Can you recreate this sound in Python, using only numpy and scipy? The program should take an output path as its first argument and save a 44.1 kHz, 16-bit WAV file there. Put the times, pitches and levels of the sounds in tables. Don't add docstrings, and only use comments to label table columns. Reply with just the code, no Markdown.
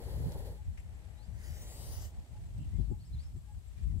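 import sys
import numpy as np
from scipy import signal
from scipy.fft import rfft, irfft, next_fast_len
from scipy.io import wavfile
from scipy.ndimage import uniform_filter1d, map_coordinates

SR = 44100
rng = np.random.default_rng(int(sys.argv[2]) if len(sys.argv) > 2 else 0)


def materialize(psi):
    bounded = np.clip(np.atleast_2d(psi).T, -1, 1)
    quanta = np.round(bounded * 32767).astype(np.int16)
    wavfile.write(sys.argv[1], SR, quanta)


N = 176400
T = np.arange(N) / SR

# frequency in Hz, level in dB.
AIR_COLOUR = [(530, -64), (900, -1.5), (1190, -4), (1580, -9.5), (2160, -8), (2370, -6), (4370, -8),
              (4750, -8.5), (5160, -10.5), (7940, -6), (9060, -9.5), (13800, -11.5), (15700, -44)]
MURMUR_COLOUR = [(120, -7.5), (300, 0), (480, -2.5), (680, -1), (850, -3), (1100, -13.5), (1800, -21.5),
                 (4000, -45)]
CHORUS_COLOUR = [(6500, -26), (7200, -7), (7600, 17.5), (8200, 12), (8700, 9), (10000, -37)]
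RUMBLE_COLOUR = [(20, -43.5), (32, -16), (42, -8), (52, 1.5), (65, 1.5), (85, -2), (120, -10), (165, -18),
                 (230, -28), (400, -44), (900, -76)]
THUD_COLOUR = [(40, -8), (90, 12.5), (140, 7.5), (220, -6.5), (330, -15), (500, -37), (800, -35),
               (2000, -72)]
SLAP_COLOUR = [(100, -20), (220, 7.5), (350, 11), (500, -14), (750, -15), (1200, -65), (3000, -50)]
SLITHER_COLOUR = [(600, -8.5), (1900, 3.5), (2600, 1.5), (3900, -1), (6000, -5), (10000, -7), (15000, -51)]
BREATH_COLOUR = [(1000, -33), (1500, 0), (1850, 0), (2250, -3), (3200, -10), (6000, -35)]
NEAR_BODY_COLOUR = [(120, 3.5), (260, -6), (340, -2.5), (470, 3.5), (580, -0.5), (700, -11.5), (860, -6),
                    (1050, -17.5), (1300, -40), (2500, -58)]
NEAR_LEFT_COLOUR = [(500, 18), (1200, 4.5), (1800, 7.5), (2500, -8), (3100, 4), (3700, -0.5), (4400, 6),
                    (5400, -2.5), (6600, -2), (7800, 1.5), (9200, 0.5), (11000, 7.5), (13500, 2),
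                    (15700, -9)]
NEAR_RIGHT_COLOUR = [(500, -46), (1200, -3), (1950, 4), (2600, -5), (3100, -2.5), (3700, -3.5), (4400, 1.5),
                     (5400, -8.5), (6600, -6.5), (8500, -5), (11000, -12), (13500, -13), (15700, -9)]
SWING_TREBLE_COLOUR = [(400, -29), (1100, -18), (1900, 5), (2450, -1), (3000, -1.5), (3500, -1), (4200, 0),
                       (4750, 5.5), (5300, 2), (6300, 4.5), (7600, 5), (10000, 3), (13500, 0), (15700, 2)]
SWING_BODY_COLOUR = [(120, -4.5), (300, -6.5), (600, -3.5), (850, -7.5), (1100, -10), (1600, -14.5),
                     (3000, -37)]
ONSET_COLOUR = [(900, -10), (1400, -6), (1900, 3), (2400, -6), (3500, -36)]
SCATTER_COLOUR = [(1000, -12), (2000, 0), (2450, -4), (3000, 4), (4200, -3), (5900, 3), (6800, 2.5),
                  (8500, -3), (11000, -2), (15700, -9)]

# time in seconds, level in dB.
MURMUR_LEVEL = [(0, -59), (.6, -71.5), (.72, -71), (.95, -67.5), (1.3, -67.5), (2.2, -66.5), (2.5, -70),
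                (2.8, -71), (3.05, -75), (3.97, -74.5)]
WIND_LEVEL = [(0.0, -55), (0.03, -46.5), (0.21, -35.5), (0.65, -48), (0.68, -38), (0.73, -44),
              (1.26, -53.5), (1.29, -41), (1.43, -48.5), (1.53, -41), (1.58, -48.5), (2.07, -42.5),
              (2.1, -55), (2.19, -38), (2.27, -64), (2.31, -43.5), (2.73, -45), (2.8, -34.5), (2.87, -41),
              (2.91, -37.5), (3.07, -46.5), (3.15, -39), (3.24, -48), (3.35, -43), (3.5, -54),
              (3.57, -41.5), (3.62, -53.5), (3.73, -51), (3.85, -36), (3.97, -39)]
SLITHER_LEVEL = [(.6, -75), (2.1, -71.5), (2.3, -72), (2.45, -71.5), (2.55, -71.5), (2.68, -72),
                 (2.83, -72.5), (2.95, -79.5), (3.15, -74), (3.23, -68), (3.33, -80), (3.65, -76),
                 (3.8, -69), (3.98, -80)]
BREATH_LEVEL = [(.52, -100), (.62, -76), (.74, -82), (.88, -78.5), (1.12, -75.5), (1.32, -84), (1.4, -100)]
SWING_LEVEL = [(1.28, -100), (1.37, -72.5), (1.46, -61), (1.6, -58.5), (1.72, -55.5), (1.95, -57),
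               (2.055, -60), (2.085, -67.5), (2.14, -89)]
ONSET_LEVEL = [(1.3, -83), (1.42, -68.5), (1.65, -70), (1.85, -76), (2.1, -90)]
SCATTER_LEVEL = [(1.4, -1), (1.65, -13), (1.85, -6), (2.05, -0.5)]

# time in seconds, push toward the left in dB.
WIND_SIDE = [(.25, -2), (.75, -3), (1.25, 5), (1.75, -6), (2.25, -9), (2.75, 4), (3.25, -7.5), (3.8, 5.5)]
SWING_TREBLE_SIDE = [(1.4, 0), (1.7, 4.5), (1.9, 11), (2.05, 13)]

# first tick in seconds, seconds between ticks, pitch in Hz, level in dB.
INSECTS = [(.042, .15165, 7580, -71.5), (2.428, .1572, 8250, -73.5), (.59, .155, 8000, -79)]
# start and length in seconds, first and last pitch in Hz,
# bend in the middle in Hz, level in dB.
FAR_CALLS = [(.8, .2, 2480, 1650, -150, -80), (2.71, .08, 1850, 2100, 130, -72),
             (2.775, .03, 3250, 3450, 100, -75), (2.805, .025, 3300, 3400, 1000, -76),
             (2.838, .038, 3200, 3300, 1200, -76), (3.09, .04, 2250, 2200, 50, -79),
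             (3.42, .13, 1580, 1660, 20, -82), (3.765, .045, 2300, 2430, 40, -75),
             (3.885, .05, 2130, 1880, 30, -76)]
# middle of the note in seconds, level in dB.
HOOTS = [(.595, -63.5), (1.215, -66), (2.362, -63), (2.935, -62.5), (3.505, -62.5)]
# time in seconds, pitch in Hz, level in dB.
WHISTLES = [
    [(1.15, 3700, -82), (1.175, 3780, -74), (1.21, 4150, -70), (1.24, 4750, -70), (1.27, 5300, -84)],
    [(2.98, 3300, -86), (3.0, 4200, -73), (3.016, 4600, -71), (3.036, 4100, -73), (3.055, 5200, -69),
     (3.08, 5050, -74), (3.105, 4200, -81)],
    [(3.118, 3200, -76), (3.132, 4100, -66), (3.145, 4150, -65), (3.162, 3480, -72), (3.175, 3350, -73),
     (3.195, 4300, -64), (3.22, 4950, -70), (3.26, 5250, -70), (3.305, 5450, -82)],
]
# middle in seconds, thud level in dB, half length in seconds,
# left over right in dB, slap level in dB.
EDDIES = [(0.203, -37.5, 0.029, -0.5, -54), (0.282, -38, 0.015, -18.5, -79), (0.364, -44, 0.0083, 17, -67),
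          (0.684, -47, 0.0055, 9, -93), (1.279, -59, 0.0077, 17, -76), (2.589, -42, 0.004, -14, -63),
          (2.62, -43, 0.066, -7.5, -72), (2.745, -43.5, 0.0097, 19.5, -83),
          (2.798, -37.5, 0.016, 20.5, -50), (2.917, -45, 0.019, 26.5, -50), (3.149, -43, 0.0084, -11, -81),
          (3.364, -52.5, 0.021, 20.5, -61.5), (3.868, -61, 0.0071, 11, -88), (3.954, -43.5, 0.022, 21, -67)]
# start in seconds, level in dB, centre in Hz, width in octaves,
# seconds to fade by 60 dB.
SCUFFS = [(.320, -52.5, 5200, 0.13, 0.02), (0.32, -53, 4500, 1, 0.024), (0.774, -56.5, 1980, 0.38, 0.12),
          (0.776, -66, 5770, 0.69, 0.17), (.798, -62.5, 2480, 0.22, 0.059), (0.801, -66, 9500, 0.37, .04)]
# time in seconds, level of the hollow body in dB, level of the treble in dB.
NEAR_LEVELS = [(0, -47, -64.5), (.04, -57, -62.5), (.08, -53, -63.5), (.12, -50, -61), (.17, -50.5, -63),
               (.21, -51.5, -62.5), (.3, -53, -63), (.343, -54, -61), (.356, -42.5, -66), (.39, -52.5, -62),
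               (.44, -53.5, -65.5), (.462, -50, -62), (.52, -53.5, -67.5), (.575, -63.5, -74),
               (.66, -96, -100)]
# frequency in Hz, likeness (1 same, -1 opposite).
NEAR_LIKENESS = [(1000, 0.064), (3000, -0.38), (4800, -0.75), (7500, 0.13), (9400, -0.66), (10900, 0.7),
                 (12300, -0.69), (15000, 0.72)]
# time in seconds, then the lag of the left microphone,
# of the left road echo and of the right road echo, all in milliseconds.
SWING_DELAYS = [(1.37, .21, .455, .68), (1.5, .17, .388, .6), (1.65, .118, .297, .51),
                (1.78, .1, .245, .43), (1.92, .07, .207, .33), (1.98, .05, .18, .29),
                (2.02, .04, .158, .27), (2.1, .02, .135, .24)]


def amp(db):
    return 10 ** (np.asarray(db) / 20)


def unit(x):
    return x / np.sqrt(np.mean(x ** 2) + 1e-20)


def pan(db):
    return amp(np.array([db, -db]).reshape(2, -1) / 2)


def bell(x):
    return np.exp(-.5 * x ** 2)


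def curves(rows):
    times, *columns = np.transpose(rows)
    return [np.interp(T, times, column) for column in columns]


def along(rows, hz):
    frequencies, values = np.transpose(rows)
    return np.interp(np.log(hz + 1), np.log(frequencies), values)


def wobble(rate):
    return map_coordinates(rng.standard_normal(int(N * rate / SR) + 4), [T * rate])


def tone(pitch_hz):
    return np.sin(2 * np.pi * np.cumsum(pitch_hz) / SR)


def delayed(x, ms):
    return map_coordinates(x, [np.arange(N) - ms * SR / 1000], order=5)


def filtered(x, response):
    size = next_fast_len(N + 8192)
    return irfft(rfft(x, size) * response(np.fft.rfftfreq(size, 1 / SR)), size)[..., :N]


def coloured(x, colour):
    return unit(filtered(x, lambda hz: amp(along(colour, hz))))


def noise(colour):
    return coloured(rng.standard_normal(N), colour)


def pair(colour, alike):
    shared = np.sqrt(alike) * noise(colour)
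    return shared + np.sqrt(1 - alike) * np.array([noise(colour), noise(colour)])


def background():
    air = amp(-72.5) * pair(AIR_COLOUR, alike=.045) * pan(db=1.5)
    murmur = amp(curves(MURMUR_LEVEL)[0]) * pair(MURMUR_COLOUR, alike=.78) * pan(db=1.2)
    return air + murmur


def insect_chorus():
    return amp(-82.5 + .49 * wobble(33)) * pair(CHORUS_COLOUR, alike=0) * pan(db=6.5)


def bushes(x, echo, fade_s=.3):
    t = T[:SR // 2]
    tail = rng.standard_normal((2, len(t))) * amp(-60 * t / fade_s)
    return x + echo * signal.fftconvolve(x, tail / np.linalg.norm(tail[0]), axes=1)[:, :N]


def ticking_insects(half_s=.0065, fall_hz_per_s=17000):
    out = np.zeros(N)
    for first_s, period_s, hz, db in INSECTS:
        from_tick_s = (T - first_s + period_s / 2) % period_s - period_s / 2
        pitch = hz - fall_hz_per_s * from_tick_s + 60 * wobble(200)
        started = T > first_s - period_s / 2
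        out += started * amp(db + 1.5 * wobble(6.04)) * bell(from_tick_s / half_s) * tone(pitch)
    return out * pan(db=5)


def far_birds(trill_s=2.62, trill_half_s=.044, trill_rate_hz=66):
    pitch = 2900 + 300 * signal.sawtooth(2 * np.pi * trill_rate_hz * T, 0)
    out = amp(-72) * np.exp(-((T - trill_s) / trill_half_s) ** 4) * tone(pitch)
    for start_s, length_s, from_hz, to_hz, bend_hz, db in FAR_CALLS:
        progress = np.clip((T - start_s) / length_s, 0, 1)
        arch = np.abs(np.sin(np.pi * progress))
        pitch = from_hz + (to_hz - from_hz) * progress + bend_hz * arch
        out += amp(db) * np.sqrt(arch) * tone(pitch)
    return out * pan(db=2)


def hooting_bird(pitch_hz=842, half_s=.024):
    notes = sum(amp(db) * np.exp(-np.abs((T - middle_s) / half_s) ** 3) for middle_s, db in HOOTS)
    return notes * tone(pitch_hz + 4 * wobble(40)) * pan(db=3)


def whistling_bird():
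    out = np.zeros(N)
    for note in WHISTLES:
        hz, db = curves(note)
        singing = (T > note[0][0]) & (T < note[-1][0])
        fade = uniform_filter1d(1. * singing, size=300)
        pitch = uniform_filter1d(hz, size=500) + 25 * wobble(300)
        out += fade * amp(db + .88 * wobble(180)) * tone(pitch)
    return np.array([out, delayed(out, ms=.05)]) * pan(db=5)


def wind():
    rumble = pair(RUMBLE_COLOUR, alike=.16) * amp([[5], [-2]])
    rumble *= amp(curves(WIND_LEVEL)[0] + .68 * np.array([wobble(17), wobble(21)]))
    rumble *= pan(curves(WIND_SIDE)[0])
    thuds = slaps = 0
    for middle_s, thud_db, half_s, side_db, slap_db in EDDIES:
        thuds += amp(thud_db) * pan(side_db) * bell((T - middle_s) / half_s)
        slap_s = .39 * half_s * np.where(T < middle_s, .5, 1)
        slaps += amp(slap_db) * pan(side_db) * bell((T - middle_s) / slap_s)
    return rumble + thuds * pair(THUD_COLOUR, alike=.37) + slaps * pair(SLAP_COLOUR, alike=.29)


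def scales(rise_s=.00033):
    out = amp(curves(SLITHER_LEVEL)[0] + 2.3 * wobble(160)) * pair(SLITHER_COLOUR, alike=.049)
    for start_s, db, centre_hz, octaves, fade_s in SCUFFS:
        age = np.maximum(T - start_s, 0)
        white = rng.standard_normal((2, N))
        scrape = unit(filtered(white, lambda hz: bell(np.log2((hz + 1) / centre_hz) / octaves)))
        level = amp(db - 60 * age / fade_s) * (1 - np.exp(-age / rise_s))
        out += level * scrape * pan(db=4.5)
    return out


def breath_in():
    return amp(curves(BREATH_LEVEL)[0]) * pair(BREATH_COLOUR, alike=0) * pan(db=-1)


def windpipe(x, spacing_hz=287.3, reflection=.43, centre_hz=4500, octaves=.75):
    ringing = lambda hz: reflection * bell(np.log2((hz + 1) / centre_hz) / octaves)
    return filtered(x, lambda hz: 1 / (1 + ringing(hz) * np.exp(-2j * np.pi * hz / spacing_hz)))


def airway(x, spacing_hz=968, reflection=.26, fade_hz=12000):
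    ringing = lambda hz: reflection * np.exp(-(hz / fade_hz) ** 2)
    throat = lambda hz: 1 / (1 - ringing(hz) * np.exp(-2j * np.pi * hz / spacing_hz))
    return unit(filtered(windpipe(x), throat))


def shaded(x, side_db, split_hz=6500, low_share=.36):
    low = filtered(x, lambda hz: 1 / (1 + (hz / split_hz) ** 4))
    return low * pan(low_share * side_db) + (x - low) * pan(side_db)


def near_hiss():
    body_db, treble_db = curves(NEAR_LEVELS)
    body = amp(body_db + 1.74 * wobble(70)) * pair(NEAR_BODY_COLOUR, alike=.95) * pan(db=1.5)
    angle = lambda hz: np.arccos(np.clip(along(NEAR_LIKENESS, hz), -1, 1)) / 2
    shares = lambda hz: np.array([np.cos(angle(hz)), np.sin(angle(hz))])
    mid, side = filtered(rng.standard_normal((2, N)), shares)
    left = amp(7.5) * coloured(mid + side, NEAR_LEFT_COLOUR)
    right = amp(1.5) * coloured(mid - side, NEAR_RIGHT_COLOUR)
    return body + windpipe(np.array([left, right])) * amp(treble_db + .38 * wobble(42))


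def swinging_hiss(left_echo=.76, right_echo=.34):
    level_db, = curves(SWING_LEVEL)
    lag_ms, left_echo_ms, right_echo_ms = curves(SWING_DELAYS)
    treble = shaded(airway(noise(SWING_TREBLE_COLOUR)), curves(SWING_TREBLE_SIDE)[0])
    body = amp(-4 + .4 * wobble(44.3)) * noise(SWING_BODY_COLOUR) * pan(db=-1.5)
    onset = amp(curves(ONSET_LEVEL)[0]) * noise(ONSET_COLOUR)
    left, right = amp(level_db + 1.3 * wobble(50)) * (treble + body) + onset
    left = delayed(left + left_echo * delayed(left, left_echo_ms), lag_ms)
    right = right + right_echo * delayed(right, right_echo_ms)
    scatter_db = level_db + curves(SCATTER_LEVEL)[0]
    scatter = amp(scatter_db) * airway(pair(SCATTER_COLOUR, alike=0)) * pan(db=-4)
    return np.array([left, right]) + scatter


def scene():
    chorus = insect_chorus()
    snake = near_hiss() + swinging_hiss() + scales() + breath_in()
    air = wind() + background()
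    wildlife = hooting_bird() + bushes(whistling_bird() + ticking_insects(), echo=.5)
    wildlife += bushes(far_birds(), echo=.9)
    return chorus + wildlife + air + snake


def record(dry, centre_hz=2450, width_hz=800, top_hz=15750):
    widen = lambda hz: amp(1.5 * bell((hz - centre_hz) / width_hz))
    mid = filtered((dry[0] + dry[1]) / 2, lambda hz: 1 / widen(hz))
    side = filtered((dry[0] - dry[1]) / 2, widen)
    return filtered(np.array([mid + side, mid - side]), lambda hz: hz < top_hz)


dry = scene()
out = record(dry)
materialize(out)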